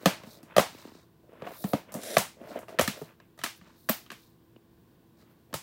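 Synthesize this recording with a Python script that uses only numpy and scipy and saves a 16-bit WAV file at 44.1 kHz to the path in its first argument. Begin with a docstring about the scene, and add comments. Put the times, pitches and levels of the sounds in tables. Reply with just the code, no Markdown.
"""A hollow plastic disc case is dropped on a wooden floor, turned over, slid and snapped open, and its disc
popped out. Contacts and their first strong wall returns are played as damped modes of shell, lid, rim and
boards with a room tail. Grainy noise makes the scrapes, the skid and soft rustles and hisses: fingers on the
sleeve, later on the disc. Soft dry taps disperse as falling chirps; the freed disc is a thin bright noise burst
with its own room tail. Wavering sines are an appliance humming far away, over steady room tone; a phone close
by picks it all up."""
import sys
import numpy as np
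from scipy import signal
from scipy.fft import rfft, irfft, next_fast_len
from scipy.io import wavfile
from scipy.ndimage import map_coordinates

SR = 44100
rng = np.random.default_rng(int(sys.argv[2]) if len(sys.argv) > 2 else 0)


def master(y):
    """Save y as 16-bit WAV."""
    cut = np.clip(np.atleast_2d(y).T, -1, 1)
    pcm = np.round(cut * 32767)  # scale
    wavfile.write(sys.argv[1], SR, pcm.astype(np.int16))


N = 248106  # length in samples


def amp(db):
    """Decibel law: amplitude gain of a level in dB."""
    return 10 ** (np.asarray(db) / 20)


def unit(x):
    """Power normalisation: x at rms 1."""
    return x / np.sqrt(np.mean(x ** 2) + 1e-20)


def along(points, hz):
    """Logarithmic frequency scale: values interpolated between (f/Hz, value) points."""
    f, value = np.transpose(points)
    return np.interp(np.log(hz + 1), np.log(f + 1), value)


def wobble(rate):
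    """Slow random modulation: a smooth curve through rate random knots a second."""
    knots = rng.standard_normal(int(N * rate / SR) + 4)
    return map_coordinates(knots, [np.arange(N) * rate / SR])


def filtered(x, response):
    """Linear filtering: the spectrum of x times a response of frequency."""
    m = next_fast_len(N + 8192)
    return irfft(rfft(x, m) * response(np.fft.rfftfreq(m, 1 / SR)), m)[..., :N]


def noise(spectrum, grain_db):
    """Random excitation: coloured noise of rms 1, lumped into stick-slip grains of limited size."""
    lumps = 1.46 * np.clip(wobble(350), -2, 2) + 0.6 * wobble(45)
    slips = amp(grain_db * lumps) * rng.standard_normal(N)
    return unit(filtered(slips, lambda hz: amp(along(spectrum, hz))))


# lines of the far appliance: (f/Hz, level/dB before the common trim)
HUM_LINES = [(118.4, -71.5), (172.3, -72.5), (231.5, -75), (333.8, -71), (500.6, -89), (667.5, -88),
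             (1028, -89)]
# room tone spectrum: (f/Hz, relative level/dB per Hz)
ROOM_TONE = [(15, -51.5), (25, 9.5), (141, -4), (451, -14), (607, -24), (1100, -22.5), (1330, -33),
             (1440, -26), (1740, -29.5), (2160, -34), (3620, -33), (6380, -40.5), (11600, -40.5),
             (14400, -33), (16000, -33.5)]


def background():
    """Tonal and broadband ambience: a motor's wavering lines over steady room tone (a grain of 0 dB is even)."""
    t = np.arange(N) / SR
    hum = np.zeros(N)
    for hz, db in HUM_LINES:
        level = amp(db + 5.5 + 2.3 * wobble(29.0))
        hum += level * np.sin(2 * np.pi * hz * t + 0.79 * wobble(10))
    return hum + amp(-55.5 + 0.33 * wobble(4.3)) * noise(ROOM_TONE, grain_db=0.0)


def strokes(rows, first, second, judder_db):
    """Amplitude modulation: each stroke swells, peaks and fades; one unsteady envelope plays both layers."""
    t, gains = np.arange(N) / SR, np.zeros((2, N))
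    fade_db = 13.5  # drop one rise before and one fall after the strongest moment
    for s, rise_s, fall_s, db, second_db in rows:
        away = (t - s) / np.where(t < s, rise_s, fall_s)
        gains += amp(db - fade_db * away ** 2) * amp([[0], [second_db]])
    return amp(judder_db * wobble(22)) * (gains[0] * first + gains[1] * second)


# shell scraping the boards: (strongest at t/s, rise t/s, fall t/s, shell level/dB, edges level/dB re shell)
SCRAPE_STROKES = [(.02, 0.033, 0.12, -51.5, -6), (.26, 0.19, 0.2, -56, -4.5), (.54, 0.068, 0.09, -53.5, 1),
                  (.78, 0.14, 0.21, -62, 3.5), (.97, 0.07, 0.075, -70.5, 0),
                  (1.24, 0.033, 0.055, -57.5, -27), (1.35, 0.065, 0.058, -54, -8),
                  (1.48, 0.074, 0.095, -44.5, -4), (1.69, 0.066, 0.11, -48.5, -12),
                  (1.8, 0.063, 0.11, -64, -5), (1.91, 0.035, 0.027, -51.5, -4.5),
                  (1.995, 0.054, 0.019, -44, -12), (2.445, 0.061, 0.053, -46, -14),
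                  (2.51, 0.051, 0.058, -43.5, -9), (2.58, 0.048, .05, -43.5, -7.5),
                  (2.626, 0.036, 0.045, -64.5, 2), (2.72, 0.048, 0.21, -47.5, -11),
                  (2.96, .04, .06, -47, -7), (3.05, 0.031, 0.097, -62, 2), (3.67, 0.044, 0.11, -67, 6),
                  (4.06, 0.059, 0.035, -74, 3.5), (5.22, 0.046, .14, -68.5, -1.5),
                  (5.52, 0.026, .02, -65, -6.5)]
# soft rustles and hisses: fingers on the sleeve, later a short tick and faint swishes of fingers on the disc: #
# (strongest at t/s, rise t/s, fall t/s, rustle level/dB, hiss level/dB re rustle)
RUSTLE_STROKES = [(.03, 0.034, 0.09, -61, 2), (.32, 0.1, 0.08, -59.5, 0.5), (.8, 0.22, 0.14, -58.5, -2.5),
                  (1.0, 0.11, 0.074, -70.5, -4.5), (1.5, 0.07, 0.091, -65, -13),
                  (1.68, 0.18, 0.11, -58.5, 13.5), (2.0, 0.045, 0.034, -68, 4.5),
                  (2.52, 0.093, 0.11, -62, 1.5), (2.72, .03, 0.034, -66, -2.5),
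                  (2.99, 0.074, 0.12, -61.5, 3.5), (3.565, 0.011, 0.031, -75, 16),
                  (3.68, 0.069, .14, -68, -15.5), (3.83, 0.076, 0.12, -73, 10.5),
                  (4.01, 0.043, 0.082, -66.5, 2.5), (4.2, 0.062, 0.14, -68, 4),
                  (5.2, 0.036, 0.069, -70.5, -1.5), (5.31, 0.022, .03, -79.5, 9.5)]
# spine skidding over the boards: (strongest at t/s, rise t/s, fall t/s, shell level/dB, grit level/dB re shell)
SKID_STROKES = [(2.14, 0.13, .04, -40, 0.5)]
# spectra of shell drag, edges, rustle, hiss and grit: (f/Hz, relative level/dB per Hz)
SHELL_DRAG = [(120, -37.5), (200, -7), (350, -7.5), (520, -4.5), (660, -1.5), (790, -16.5), (1100, -25),
              (1600, -46)]
EDGE_SCRAPE = [(600, -29), (900, 5), (1450, 1.5), (2500, -4), (3500, -10), (5000, -40.5)]
SOFT_RUSTLE = [(2200, -36), (3800, 6), (5500, 0), (8500, -5), (10500, -16.5), (13000, -30)]
SOFT_HISS = [(6000, -29), (9000, -7), (11500, -2.5), (14000, 0), (16500, 1)]
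BOARD_GRIT = [(700, -28.5), (1500, -3.5), (2400, -6), (3600, -3), (7500, -7), (11000, -4.5), (14000, -14),
              (16000, -12.5)]


def handling():
    """Friction and soft noise: the shell scrapes and skids over the boards, amid soft rustles and hisses."""
    scrape = strokes(SCRAPE_STROKES, noise(SHELL_DRAG, grain_db=4.5), noise(EDGE_SCRAPE, grain_db=2.0), judder_db=1.5)
    rustle = strokes(RUSTLE_STROKES, noise(SOFT_RUSTLE, grain_db=2.0), noise(SOFT_HISS, grain_db=1.2), judder_db=0.8)

    def floor_echo(hz):
        """Comb interference: the direct sound plus a weaker floor echo 1/1870 s later."""
        return 1 + 0.32 * np.exp(-2j * np.pi * hz / 1870)

    grit = unit(filtered(noise(BOARD_GRIT, grain_db=1.35), floor_echo))
    skid = strokes(SKID_STROKES, noise(SHELL_DRAG, grain_db=-0.5), grit, judder_db=0.8)
    return scrape + rustle + skid


def ring(modes, t, attack, scatter_db):
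    """Modal synthesis: damped sines with scattered strengths and pitches, peak 1."""
    hz, db, t60 = np.transpose(modes)[:, :, None]
    level_chance, pitch_chance = rng.standard_normal((2, len(modes), 1))
    decay = amp(db + scatter_db * level_chance - 60 * t / t60)
    waves = decay * np.sin(2 * np.pi * hz * (1 + 0.042 * pitch_chance) * t)
    wave = waves.sum(axis=0) * (1 - np.exp(-t / attack))
    return wave / np.abs(wave).max()


def burst(t, lo_hz, hi_hz, t60):
    """High modal density: modes too close to tell apart become decaying band noise, peak 1."""
    band = signal.butter(2, [lo_hz, hi_hz], "band", fs=SR, output="sos")
    puff = signal.sosfilt(band, rng.standard_normal(len(t)) * amp(-60 * t / t60))
    return puff / np.abs(puff).max()


# reverberation time of the room: (f/Hz, t60/s)
ROOM_DECAY = [(100, 1), (300, 0.17), (700, 0.24), (2000, 0.28), (5000, 0.3), (13000, .23)]


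def room_tail(colour, gap):
    """Diffuse reverberation: coloured noise swells over the path to the walls, each frequency dying at its own rate."""
    hz, t, z = signal.stft(rng.standard_normal(SR // 2), SR, nperseg=256)
    level_db = along(colour, hz)[:, None] - 60 * t / along(ROOM_DECAY, hz)[:, None]
    tail = signal.istft(z * amp(level_db), SR, nperseg=256)[1]
    return tail * (1 - np.exp(-(np.arange(len(tail)) / SR / gap) ** 2))


def bending(x, spread):
    """Dispersion of bending waves: group delay is spread / sqrt(f), counted from that at 1600 Hz; low tones lag."""
    return filtered(x, lambda hz: np.exp(-2j * np.pi * spread * (2 * np.sqrt(hz) - hz / 40)))


# contacts and the first strong returns from the walls some 13 ms after them:
# (t/s, shell level/dB, most excited panel f/Hz, board thud level/dB, board f/Hz,
# nearness to the rim as level/dB, hardness as level/dB); the last levels re shell, all before fixed trims
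CONTACTS_AND_RETURNS = [(0.058, -9, 570, -9.5, 285, -5, -13.5), (0.062, -16.5, 600, -1, 192, -13.5, -20),
                        (0.235, -40.5, 509, -6, 209, -6, -19), (0.269, -43, 714, -1, 228, -15.5, -12),
                        (0.43, -49.5, 716, 3.5, 222, -5, -3.5), (0.565, -12, 630, -15.5, 223, -7, -14),
                        (0.581, -5.5, 690, -19, 208, -11.5, -19),
                        (0.594, -16.5, 605, -10.5, 181.4, -5, -9.5),
                        (1.421, -28.5, 630, -11.5, 220, -13.5, -56), (1.471, -30, 690, -21, 278, -16, -33),
                        (1.641, -24.5, 527, 1, 202, -14, -17.5), (1.734, -14, 537, -5.5, 209, -14.5, -23.5),
                        (1.921, -42, 740, -9, 208, -9, -0.5), (1.941, -33.5, 616, -12, 150, -19, 0.5),
                        (1.949, -31, 659, -3, 219, -11, -24), (1.965, -33.5, 528, -1, 204, -18, -30),
                        (2.034, -38, 611, -18.5, 229, -7, 0.5), (2.168, -9, 735, -16.5, 165, -7, -17),
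                        (2.182, -21.5, 800, -10, 165, -7.5, 2), (2.442, -46, 719, -7, 166, -17, -28),
                        (2.59, -34, 597, -27, 222, -27, -12.5), (2.629, -38.5, 668, -17, 217, -18, -33.5),
                        (2.683, -39.5, 622, -12.5, 104, -5, -16.5), (2.692, -36, 641, -23, 196, -13, -16.5),
                        (2.788, -21, 660, -13.5, 217, 3, -11), (2.794, -11, 493, -18, 247, -8.5, -15),
                        (2.811, -18.5, 604, -13.5, 85, -9, -4.5), (2.877, -30.5, 598, 4.5, 186.5, 8.5, 3),
                        (3.015, -30, 590, -15, 271, -25, -30), (3.02, -43, 725, 2.5, 172, -7, -10),
                        (3.201, -51, 550, -6, 104.7, 1, -52), (3.377, -52, 880, -7, 228, -4, -5.5),
                        (3.39, -43, 590, -12.5, 128, 1.5, -6), (3.415, -51.5, 533, -2, 160, 10.5, -8),
                        (3.437, -32, 557, -10.5, 294, 6, 3), (3.44, -30, 870, -12, 260, 4.5, 0),
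                        (3.462, -41, 595, -7, 250, 10.5, -10), (3.613, -55.5, 560, 5.5, 185, 3.5, -17),
                        (3.889, -28.5, 735, -9, 256, 4, -4), (3.895, -19.5, 705, -6, 205, -5, -5.5),
                        (4.063, -60, 574, -9, 177, 11.5, -11), (4.103, -48, 877, 2.5, 274, 12.5, -3),
                        (4.117, -40, 507, -9, 213, 2.5, -4.5), (5.529, -35, 437, -2.5, 260, -6.5, -22),
                        (5.54, -26.5, 885, -9, 117.5, -3, -1.5)]
# flat panels of the shell: (f/Hz, level/dB, t60/s)
SHELL_MODES = [(437, -2.5, 0.052), (518, -5.5, 0.04), (604, 3.5, 0.025), (667, -1, .045),
               (920, -7.5, 0.057)]
# lid and hub: (f/Hz, level/dB, t60/s)
LID_MODES = [(1055, 3, 0.022), (1194, 4, 0.025), (1230, -6.5, 0.046)]
# floor under the case: (multiple of the board f, level/dB, t60 in periods of the board f)
BOARD_MODES = [(.8, -10, 11), (1, 4, 12.1), (1.248, -6, 11)]
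# stiff edges: (f/Hz, level/dB, t60/s)
RIM_MODES = [(1676, 0.5, 0.011), (1890, -3, 0.013), (2570, -5, .01), (3070, -11.5, 0.013)]


def contacts_and_returns():
    """Impact excitation: crack, shell, lid, rim, boards and room tail; a strong wall return repeats the same build."""
    body, air, t = np.zeros(N + SR), np.zeros(N + SR), np.arange(SR // 5) / SR
    for s, db, panel_hz, thud_db, board_hz, rim_db, crack_db in CONTACTS_AND_RETURNS:
        lid_db = -2.5 + 0.7 * rim_db  # the lid rings more nearer the rim
        top_db = -1.5 + 0.97 * crack_db  # a harder sound reaches higher
        boards = [(k * board_hz, level, cycles / board_hz) for k, level, cycles in BOARD_MODES]
        # the panels near one pitch are favoured, by 14 dB an octave
        shell = [(hz, level - 14 * abs(np.log2(hz / panel_hz)), t60) for hz, level, t60 in SHELL_MODES]
        low = ring(shell, t, 0.0003, scatter_db=6.0)
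        low += amp(lid_db) * ring(LID_MODES, t, 0.0011, scatter_db=2.5)
        low += amp(thud_db + 3.5) * ring(boards, t, 0.0027, scatter_db=6.5)
        high = amp(rim_db - 1.0) * ring(RIM_MODES, t, 0.0016, scatter_db=7)
        high += amp(rim_db) * burst(t, 1400, 4400, 0.026)
        high += amp(crack_db + 3.0) * burst(t, 5000, 11000, 0.016)
        high += amp(top_db - 2.5) * burst(t, 13000, 14000, 0.028)
        # the room tail smears the sound to a smooth spectrum: (f/Hz, level/dB)
        colour = [(board_hz / 3, thud_db - 14), (board_hz, thud_db + 0.5), (370, -5), (panel_hz, 3),
                  (1200, lid_db + 3.0), (2800, rim_db - 0.5), (7500, crack_db - 1.5), (14000, top_db - 3.5)]
        airborne = amp(-5.5) * room_tail(colour, gap=0.002)
        airborne[:len(t)] += high
        start = round(s * SR)
        body[start:][:len(t)] += amp(db + 2) * low
        air[start:][:len(airborne)] += amp(db + 1.5) * airborne
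    return air[:N] + bending(body[:N], spread=0.0685)


# soft dry taps, most as the case rocks on the boards, the last a lone knock:
# (t/s, tap level/dB before a fixed gain, tick level/dB re tap level)
DRY_TAPS = [(0.747, -35, -17), (0.851, -30, -24), (0.875, -36.5, -22), (0.888, -41, -18),
            (0.918, -39, -17.5), (0.95, -37.5, -17.5), (2.412, -39.5, -14), (4.562, -40.5, -13.5)]
# tap spectrum: (f/Hz, relative level/dB)
TAP_SPECTRUM = [(100, -27.5), (250, 0), (350, -1.5), (700, -13.5), (1500, -24), (2600, -50), (4000, -50)]


def soft_taps():
    """Dispersed impulses: each soft dry tap is a bright tick and a short falling chirp, without a room tail."""
    taps, ticks, t = np.zeros(N), np.zeros(N + SR), np.arange(SR // 20) / SR
    for s, db, tick_db in DRY_TAPS:
        start = round(s * SR)
        taps[start] = amp(db + 35.5)
        ticks[start:][:len(t)] += amp(db + tick_db) * burst(t, 2520, 3200, 0.023)
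    thuds = filtered(taps, lambda hz: amp(along(TAP_SPECTRUM, hz)))
    return ticks[:N] + bending(thuds, spread=0.16)


# the disc springs off the hub: (t/s, direct peak level/dB, room answer level/dB re direct)
DISC_POP = (3.892, -19, -7)


def pop():
    """Sudden release: the freed disc rings thin and bright near the top of the band, and the walls return it."""
    s, db, wet_db = DISC_POP
    t, out = np.arange(SR // 5) / SR, np.zeros(N + SR)
    sound = amp(wet_db) * room_tail([(8000, -21), (12500, 2.0), (15500, 3.0)], gap=0.0017)
    sound[:len(t)] += burst(t, 13200, 13400, 0.027)
    out[round(s * SR):][:len(sound)] = amp(db) * sound
    return out[:N]


def scene():
    """Superposition: the pressures of all sources add at one microphone."""
    return (background() + handling() + contacts_and_returns() + soft_taps() + pop())[None]


def record(dry):
    """Band limiting: the phone thins the deep bass and keeps nothing above its upper edge."""
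    top_hz, slope_hz, bass_hz = 15800, 150, 42

    def response(hz):
        """Eight first-order high-passes in cascade, and a straight slope to silence at the top."""
        edge = np.clip((top_hz + slope_hz - hz) / slope_hz, 0, 1)
        return edge * (1j * hz / (bass_hz + 1j * hz)) ** 8

    return filtered(dry, response)


dry = scene()
out = record(dry)
master(out)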